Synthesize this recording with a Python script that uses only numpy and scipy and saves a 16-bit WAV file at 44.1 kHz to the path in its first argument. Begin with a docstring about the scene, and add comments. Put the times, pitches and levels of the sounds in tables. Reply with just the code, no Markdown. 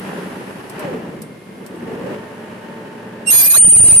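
"""A steel pipe squeals as a lathe threads it, heard from close by in a small workshop.
First a fan whirrs and the gearbox rumbles and rattles, runs down and spins up while the controls click.
Then the tool bites: stick-slip friction excites the pipe's modes, and the squeal hops between them.
It overloads the microphone, whose clipping mixes the high modes into lower tones."""
import sys
import numpy as np
from scipy import signal
from scipy.fft import rfft, irfft
from scipy.io import wavfile
from scipy.ndimage import uniform_filter1d

SR = 44100
rng = np.random.default_rng(int(sys.argv[2]) if len(sys.argv) > 2 else 0)


def wrap_up_sound(samples):
    """Save the sound to the file named by the first command line argument, as 16-bit audio."""
    columns = np.atleast_2d(samples).T
    # keep every value between -1 and 1, then stretch to whole-number steps
    tamed = np.clip(columns, -1, 1)
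    steps = np.round(tamed * 32767).astype(np.int16)
    wavfile.write(sys.argv[1], SR, steps)


N = 176400
T = np.arange(N) / SR
HZ = np.fft.rfftfreq(N, 1 / SR)


def amp(db):
    """Amplitude ratio of a level in decibels."""
    return 10 ** (np.asarray(db) / 20)


def unit(x):
    """Normalisation to an rms of 1."""
    return x / np.sqrt(np.mean(abs(x) ** 2) + 1e-20)


def curve(rows, column=1):
    """Linear interpolation of one table column over time."""
    rows = np.array(rows)
    return np.interp(T, rows[:, 0], rows[:, column])


def over_frequency(points):
    """Linear interpolation of a table over log frequency."""
    hz, value = np.transpose(points)
    return np.interp(np.log(HZ + 1), np.log(hz), value)


def colour(x, spectrum):
    """Zero-phase filtering by a spectrum in decibels."""
    return irfft(rfft(x) * amp(over_frequency(spectrum)), N)


def wander(rate_hz):
    """Random modulation: complex noise low-passed at the given rate."""
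    size = N // 16
    white = rng.standard_normal(size) + 1j * rng.standard_normal(size)
    hz = np.fft.fftfreq(size, N / SR / size)
    slow = np.fft.ifft(white / (1 + (hz / rate_hz) ** 4))
    return np.interp(T, np.linspace(0, T[-1], size), unit(slow))


def phasor(hz):
    """A unit oscillation whose phase is the integral of its frequency."""
    return np.exp(2j * np.pi * np.cumsum(hz * np.ones(N)) / SR)


def gate(start_s, end_s, edge_s):
    """A time window with smooth edges."""
    return (1 + np.tanh(2 * (T - start_s) / edge_s)) * (1 + np.tanh(2 * (end_s - T) / edge_s)) / 4


# likeness of left and right: frequency_hz, correlation
CORRELATION = [(40, 0.57), (150, 0.98), (350, 0.85), (600, 0.59), (1100, 0.067), (3000, 0.14),
               (12000, 0.085)]

def correlate(pair):
    """Partial coherence: mixing makes two independent channels alike in the bass."""
    left, other = rfft(pair)
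    shared = np.clip(over_frequency(CORRELATION), -1, 1)
    right = shared * left + np.sqrt(1 - shared ** 2) * other
    return irfft(np.array([left, right]), N)


def noise(spectrum):
    """Spectrally shaped stereo noise of unit rms."""
    return unit(colour(correlate(rng.standard_normal((2, N))), spectrum))


# whirr of the fan: frequency_hz, gain_db
FAN_SPECTRUM = [(40, -12), (130, 11.5), (400, 4), (1200, -7), (2200, -2.5), (3000, -8), (4500, -16.5),
                (12000, -26)]

def fan(level_db=-45.5):
    """The motor's fan radiates stationary broadband noise."""
    return amp(level_db) * noise(FAN_SPECTRUM)


# envelopes of casing rumble, tooth rattle and sliding hiss: time_s, relative_level_db
RUMBLE_LEVEL = [(0.0, -30), (0.08, -27), (0.69, -34), (0.93, -24), (1.4, -39), (2.1, -24), (2.21, -34.5),
                (3.13, -35), (3.24, -33)]
RATTLE_LEVEL = [(0.0, -37.5), (0.05, -33), (0.69, -40), (0.82, -32), (1.38, -51), (2.15, -35),
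                (2.17, -40.5), (3.24, -42)]
HISS_LEVEL = [(0.0, -47), (0.39, -50), (0.72, -51), (1.0, -58), (1.52, -56.5), (2.35, -57), (3.24, -61)]
# their spectra: frequency_hz, gain_db
RUMBLE_SPECTRUM = [(25, -54), (50, -30.5), (90, -16), (130, -9), (195, 0.5), (280, -3), (430, -3.5),
                   (580, -8.5), (700, -18), (1100, -20.5), (2500, -49.5)]
RATTLE_SPECTRUM = [(300, -19), (750, 3), (1000, 3), (1250, -1.5), (1800, 0.5), (2150, -6), (2900, -7.5),
                   (3600, -18), (6500, -26.5), (12000, -29)]
HISS_SPECTRUM = [(2000, 2), (4500, -0.5), (7000, -7), (9000, -1.5), (11000, 6), (12500, -3.5), (15500, -24)]

def gearbox(flutter_db=1.57, clatter_db=1.0, clatter_hz=70, rattle_gain_db=2.0, hiss_gain_db=3):
    """Backlash: slack teeth rattle and the casing rumbles with the same knocks; sliding metal hisses."""
    knocks = unit(wander(clatter_hz).real)
    rumble = noise(RUMBLE_SPECTRUM) * amp(curve(RUMBLE_LEVEL) + flutter_db * knocks)
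    rattle = noise(RATTLE_SPECTRUM) * amp(curve(RATTLE_LEVEL) + rattle_gain_db + clatter_db * knocks)
    hiss = noise(HISS_SPECTRUM) * amp(curve(HISS_LEVEL) + hiss_gain_db)
    return rumble + rattle + hiss


# tone of the spindle gear: time_s, tooth_rate_hz, level_db
GEAR_MESH = [(0, 640, -66), (.76, 648, -49), (.85, 590, -25), (.95, 446, -30), (1.05, 330.7, -57),
             (1.2, 199, -32.5), (1.38, 130, -46), (1.65, 211.7, -44), (1.88, 380, -36.5), (2.1, 583, -30.5),
             (2.25, 591.2, -41.5), (4, 590, -48)]

def gear_mesh(bandwidth_hz=70):
    """Meshing gears sound a narrow band at the tooth rate, which falls and rises with spindle speed."""
    tone = phasor(curve(GEAR_MESH)) * amp(curve(GEAR_MESH, column=2))
    pair = np.array([(tone * wander(bandwidth_hz / 2)).real for _ in range(2)])
    return np.sqrt(2) * correlate(pair)


# tones of the drive at full speed: pitch_hz, level_db, width_hz
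DRIVE_TONES = [(118, -50, 5.96), (196, -45.5, 7.8), (231, -43.5, 5.8), (433, -44, 14.05), (895, -47, 2.1),
               (1514, -57, 5.994), (1640, -55, 5.94), (1827, -53.5, 5.6)]

def drive_hum(start_s=1.61, rise_s=0.24):
    """The drive hums as it regains speed; random modulation broadens each spectral line."""
    hum = np.zeros(N)
    for hz, db, width_hz in DRIVE_TONES:
        tone = phasor(hz + width_hz * wander(width_hz).real)
        hum += amp(db) * (tone * (1 + 0.24 * wander(width_hz))).real
    return np.sqrt(2) * hum * np.clip((T - start_s) / rise_s, 0, 1)


# thin motor whine while the spindle is slow: start_s, end_s, pitch_hz, level_db
MOTOR_WHINE = (1.15, 1.68, 2121, -54.5)
# opening thrum of the gears: end_s, pitch_hz, level_db
GEAR_THRUM = (.3, 186, -33)

def machine_tone(start_s, end_s, pitch_hz, level_db, waver_rate_hz):
    """A rotating part sounds one tone, wavering by slight frequency modulation."""
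    tone = phasor(pitch_hz + 10 * wander(waver_rate_hz).real).real
    return np.sqrt(2) * amp(level_db) * gate(start_s, end_s, edge_s=.12) * tone


# clicks of the controls: start_s, level_db, scrape_t60_s, relative_ring_db
CONTROL_CLICKS = [(0.696, -29.5, 0.052, -24), (0.792, -32, 0.085, -17), (1.217, -29, 0.064, -14),
                  (1.662, -32, 0.056, -14.5), (1.756, -45, 0.042, -10), (2.128, -49, .03, -25)]
# scrape of steel: frequency_hz, gain_db
SCRAPE_SPECTRUM = [(1500, -25), (3500, -7), (5200, -1), (6500, -7), (8300, 2), (12000, 5), (15500, -7)]
# modes of the lever: pitch_hz, relative_level_db, t60_s
LEVER_MODES = [(5400, -2, .07), (8420, -1, .2), (8270, -1, .18), (10200, -3, .3), (13770, -7, .08),
               (14050, -5, .07)]

def controls(rise_s=0.0024):
    """Impact excitation: each click is a short scrape of steel and the damped ring of the lever."""
    out, steel = np.zeros((2, N)), noise(SCRAPE_SPECTRUM)
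    t = np.arange(SR // 3) / SR
    attack = np.minimum(t / rise_s, 1)
    for start_s, db, scrape_t60_s, ring_db in CONTROL_CLICKS:
        span = slice(round(start_s * SR), round(start_s * SR) + len(t))
        scrape = steel[:, span] * amp(-60 * t / scrape_t60_s)
        ring = sum(amp(mode_db - 60 * t / t60_s) * np.sin(2 * np.pi * (hz * t + rng.random((2, 1))))
                   for hz, mode_db, t60_s in LEVER_MODES)
        out[:, span] += amp(db) * attack * (scrape + amp(ring_db) * ring)
    return out


# noise of the chip: time_s, level_db
CHIP_LEVEL = [(3.26, -38), (3.3, -32), (3.335, -9), (3.38, -20.5), (3.5, -21.5), (3.57, -18), (3.62, -30),
              (3.8, -28), (3.9, -19.5), (4, -24)]
# shudder of the tool post: time_s, left_db, right_db
SHUDDER_LEVEL = [(3.28, -65, -60), (3.33, -19, -25), (3.45, -32, -23), (3.56, -23, -20),
                 (3.6, -15.5, -21.5), (4, -14.5, -20)]
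# their spectra: frequency_hz, gain_db
CHIP_SPECTRUM = [(200, 5.5), (600, 8), (1500, 0), (2600, 2), (3500, -7), (4050, 3), (4450, -9), (4880, 5),
                 (5300, -10), (6600, 1), (7500, -6), (8300, 3), (8800, -7), (10500, -3), (11550, 6),
                 (12300, -2), (13000, -14), (14500, -5)]
SHUDDER_SPECTRUM = [(20, -16), (50, -24), (85, 1.5), (170, -1), (300, -9), (600, -15.5), (2000, -41)]

def cutting(tear_db=3, tear_hz=90):
    """Forced vibration: the chip tears off unevenly and the tool post shudders under the load."""
    chip = noise(CHIP_SPECTRUM) * amp(curve(CHIP_LEVEL) + tear_db * unit(wander(tear_hz).real))
    shudder = unit(colour(rng.standard_normal((2, N)), SHUDDER_SPECTRUM))
    shudder *= amp([curve(SHUDDER_LEVEL), curve(SHUDDER_LEVEL, column=2)])
    return (chip + shudder) * (T > CHIP_LEVEL[0][0])


# harmonics of the tool's chirp, from the fundamental up: left_db, right_db
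CHIRP_HARMONICS = [(-23, -10.5), (-24.5, -27), (-14, -7.5), (-17, -20)]

def tool_chirp(pitch_hz=2762, left_lead_rad=0.42):
    """Resonance: the tool's first touch sings on one low mode and its harmonics."""
    tone = phasor(pitch_hz + 6 * wander(50).real) * np.exp(1j * np.array([[left_lead_rad], [0]]))
    harmonics = sum(amp(db)[:, None] * (tone ** k).real for k, db in enumerate(CHIRP_HARMONICS, 1))
    return harmonics * gate(start_s=3.273, end_s=3.308, edge_s=.014)


# the pipe's whistling mode and the shrill one above it, bending as it turns: time_s, pitch_hz
WHISTLE_PITCH = [(3.312, 8918), (3.33, 9008), (3.375, 9050), (3.403, 8954), (3.42, 9053), (3.472, 9012),
                 (3.51, 9119), (3.53, 9100), (3.548, 8968), (3.577, 9067), (3.595, 9012), (3.62, 9030),
                 (3.647, 8970), (3.677, 9073), (3.71, 8963), (3.748, 9103), (3.79, 8997), (3.812, 9067),
                 (3.85, 9046), (3.89, 9015), (3.92, 9118), (3.955, 9022), (3.99, 9117)]
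SHRILL_PITCH = [(3.31, 11500), (3.335, 11410), (3.373, 11491), (3.406, 11379), (3.472, 11465),
                (3.505, 11556), (3.533, 11586), (3.58, 11426)]

def squeal_pitches(top_hz=12172):
    """Nonlinear mixing: frequencies of three pipe modes and the combination tones of the lower two."""
    whistle, shrill = curve(WHISTLE_PITCH), curve(SHRILL_PITCH)
    top = top_hz + 15 * wander(20).real
    beat = shrill - whistle
    rasp = 3 * whistle - 2 * shrill + 130 * wander(400).real  # fast jitter makes it rough
    return {"whistle": whistle, "shrill": shrill, "top": top, "beat": beat, "beat octave": 2 * beat,
            "rasp": rasp, "squawk": abs(rasp - beat), "grunt": abs(rasp - 2 * beat)}


# bursts of squeal: tone_name, start_s, end_s, left_db, right_db, left_lead_rad
SQUEAL_BURSTS = [("whistle", 3.307, 3.421, -6, 4.2, 3.1), ("shrill", 3.307, 3.418, 6, 0, 1.28),
                 ("top", 3.307, 3.58, -5.5, -11.5, 0.63), ("top", 3.417, 3.461, 6.7, 2, .6),
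                 ("whistle", 3.421, 3.462, -15, -1.5, 1.5), ("shrill", 3.418, 3.46, -1, -3, 2.3),
                 ("shrill", 3.46, 3.5, 4.6, 3, 3.6), ("whistle", 3.46, 3.48, -7, 0, 3.5),
                 ("shrill", 3.5, 3.582, 7.7, 5.3, 2.93), ("whistle", 3.5, 3.58, 0, 7.9, 2.97),
                 ("beat", 3.327, 3.58, -20, -19, 0), ("beat octave", 3.332, 3.475, -19, -15, 0),
                 ("squawk", 3.54, 3.565, -10, -4, 0), ("grunt", 3.538, 3.578, -10, -5, 0),
                 ("rasp", 3.54, 3.575, -17, -5, 0), ("shrill", 3.58, 4.1, -25, -45, 0),
                 ("whistle", 3.58, 3.64, 5, 8, 0.98), ("whistle", 3.64, 4.1, 3.2, 10.4, 2.2)]
# nodes of the turning pipe passing the left side: time_s
NODE_PASSES = [3.648, 3.685, 3.728, 3.764, 3.803, 3.84, 3.884, 3.927, 3.963]

def pipe_squeal(grit_depth=.09, grit_hz=500, left_fade_depth=0.54, right_fade_depth=0.23, fade_hz=44):
    """Stick-slip friction drives the pipe's modes; their level wavers at each side as the pipe turns."""
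    pitches, out = squeal_pitches(), np.zeros((2, N))
    lobe = np.prod([np.tanh((at - T) / .005) for at in NODE_PASSES], axis=0)  # sign flips at each node
    for name, start_s, end_s, left_db, right_db, lead_rad in SQUEAL_BURSTS:
        tone = phasor(pitches[name]) * gate(start_s, end_s, edge_s=0.01)
        tone *= 1 + grit_depth * wander(grit_hz)
        left = tone * lobe * np.exp(1j * lead_rad)
        out[0] += amp(left_db) * (left * (1 + left_fade_depth * wander(fade_hz))).real
        out[1] += amp(right_db) * (tone * (1 + right_fade_depth * wander(fade_hz))).real
    return out


def scene():
    """Superposition of the running lathe, its controls and the cut."""
    lathe = gearbox() + fan() + gear_mesh() + drive_hum()
    whine = machine_tone(*MOTOR_WHINE, waver_rate_hz=25)
    thrum = machine_tone(0, *GEAR_THRUM, waver_rate_hz=12)
    return lathe + whine + thrum + controls() + tool_chirp() + pipe_squeal() + cutting()


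# response of the microphone: frequency_hz, gain_db
MIC_RESPONSE = [(8, -40), (35, -2), (2500, -1), (5000, 0.5), (9000, 0.5), (11500, -3), (14000, -3.5),
                (15500, -8)]

def record(dry):
    """Intermodulation in the overloaded microphone adds lower tones; converter clipping adds aliases."""
    mic_limit, asymmetry = amp(-4.6), .18
    converter_limit, converter_hz, cutoff_hz = amp(-4.8), 48000, 15700
    x = signal.resample_poly(dry, 4 * converter_hz, SR, axis=1)  # oversampled for the microphone's clip
    x = np.clip(x, -mic_limit * (1 - asymmetry), mic_limit * (1 + asymmetry))
    x = signal.resample_poly(x, 1, 4, axis=1)
    x -= uniform_filter1d(x, size=1500, axis=1)  # blocks the offset of the lopsided clipping
    x = np.clip(x, -converter_limit, converter_limit)  # folds a faint warble down
    x = signal.resample_poly(x, SR, converter_hz, axis=1)[:, :N]
    lowpass = signal.firwin(511, cutoff_hz, window=("kaiser", 9), fs=SR)
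    return signal.oaconvolve(colour(x, MIC_RESPONSE), lowpass[None], "same")


dry = scene()
out = record(dry)
wrap_up_sound(out)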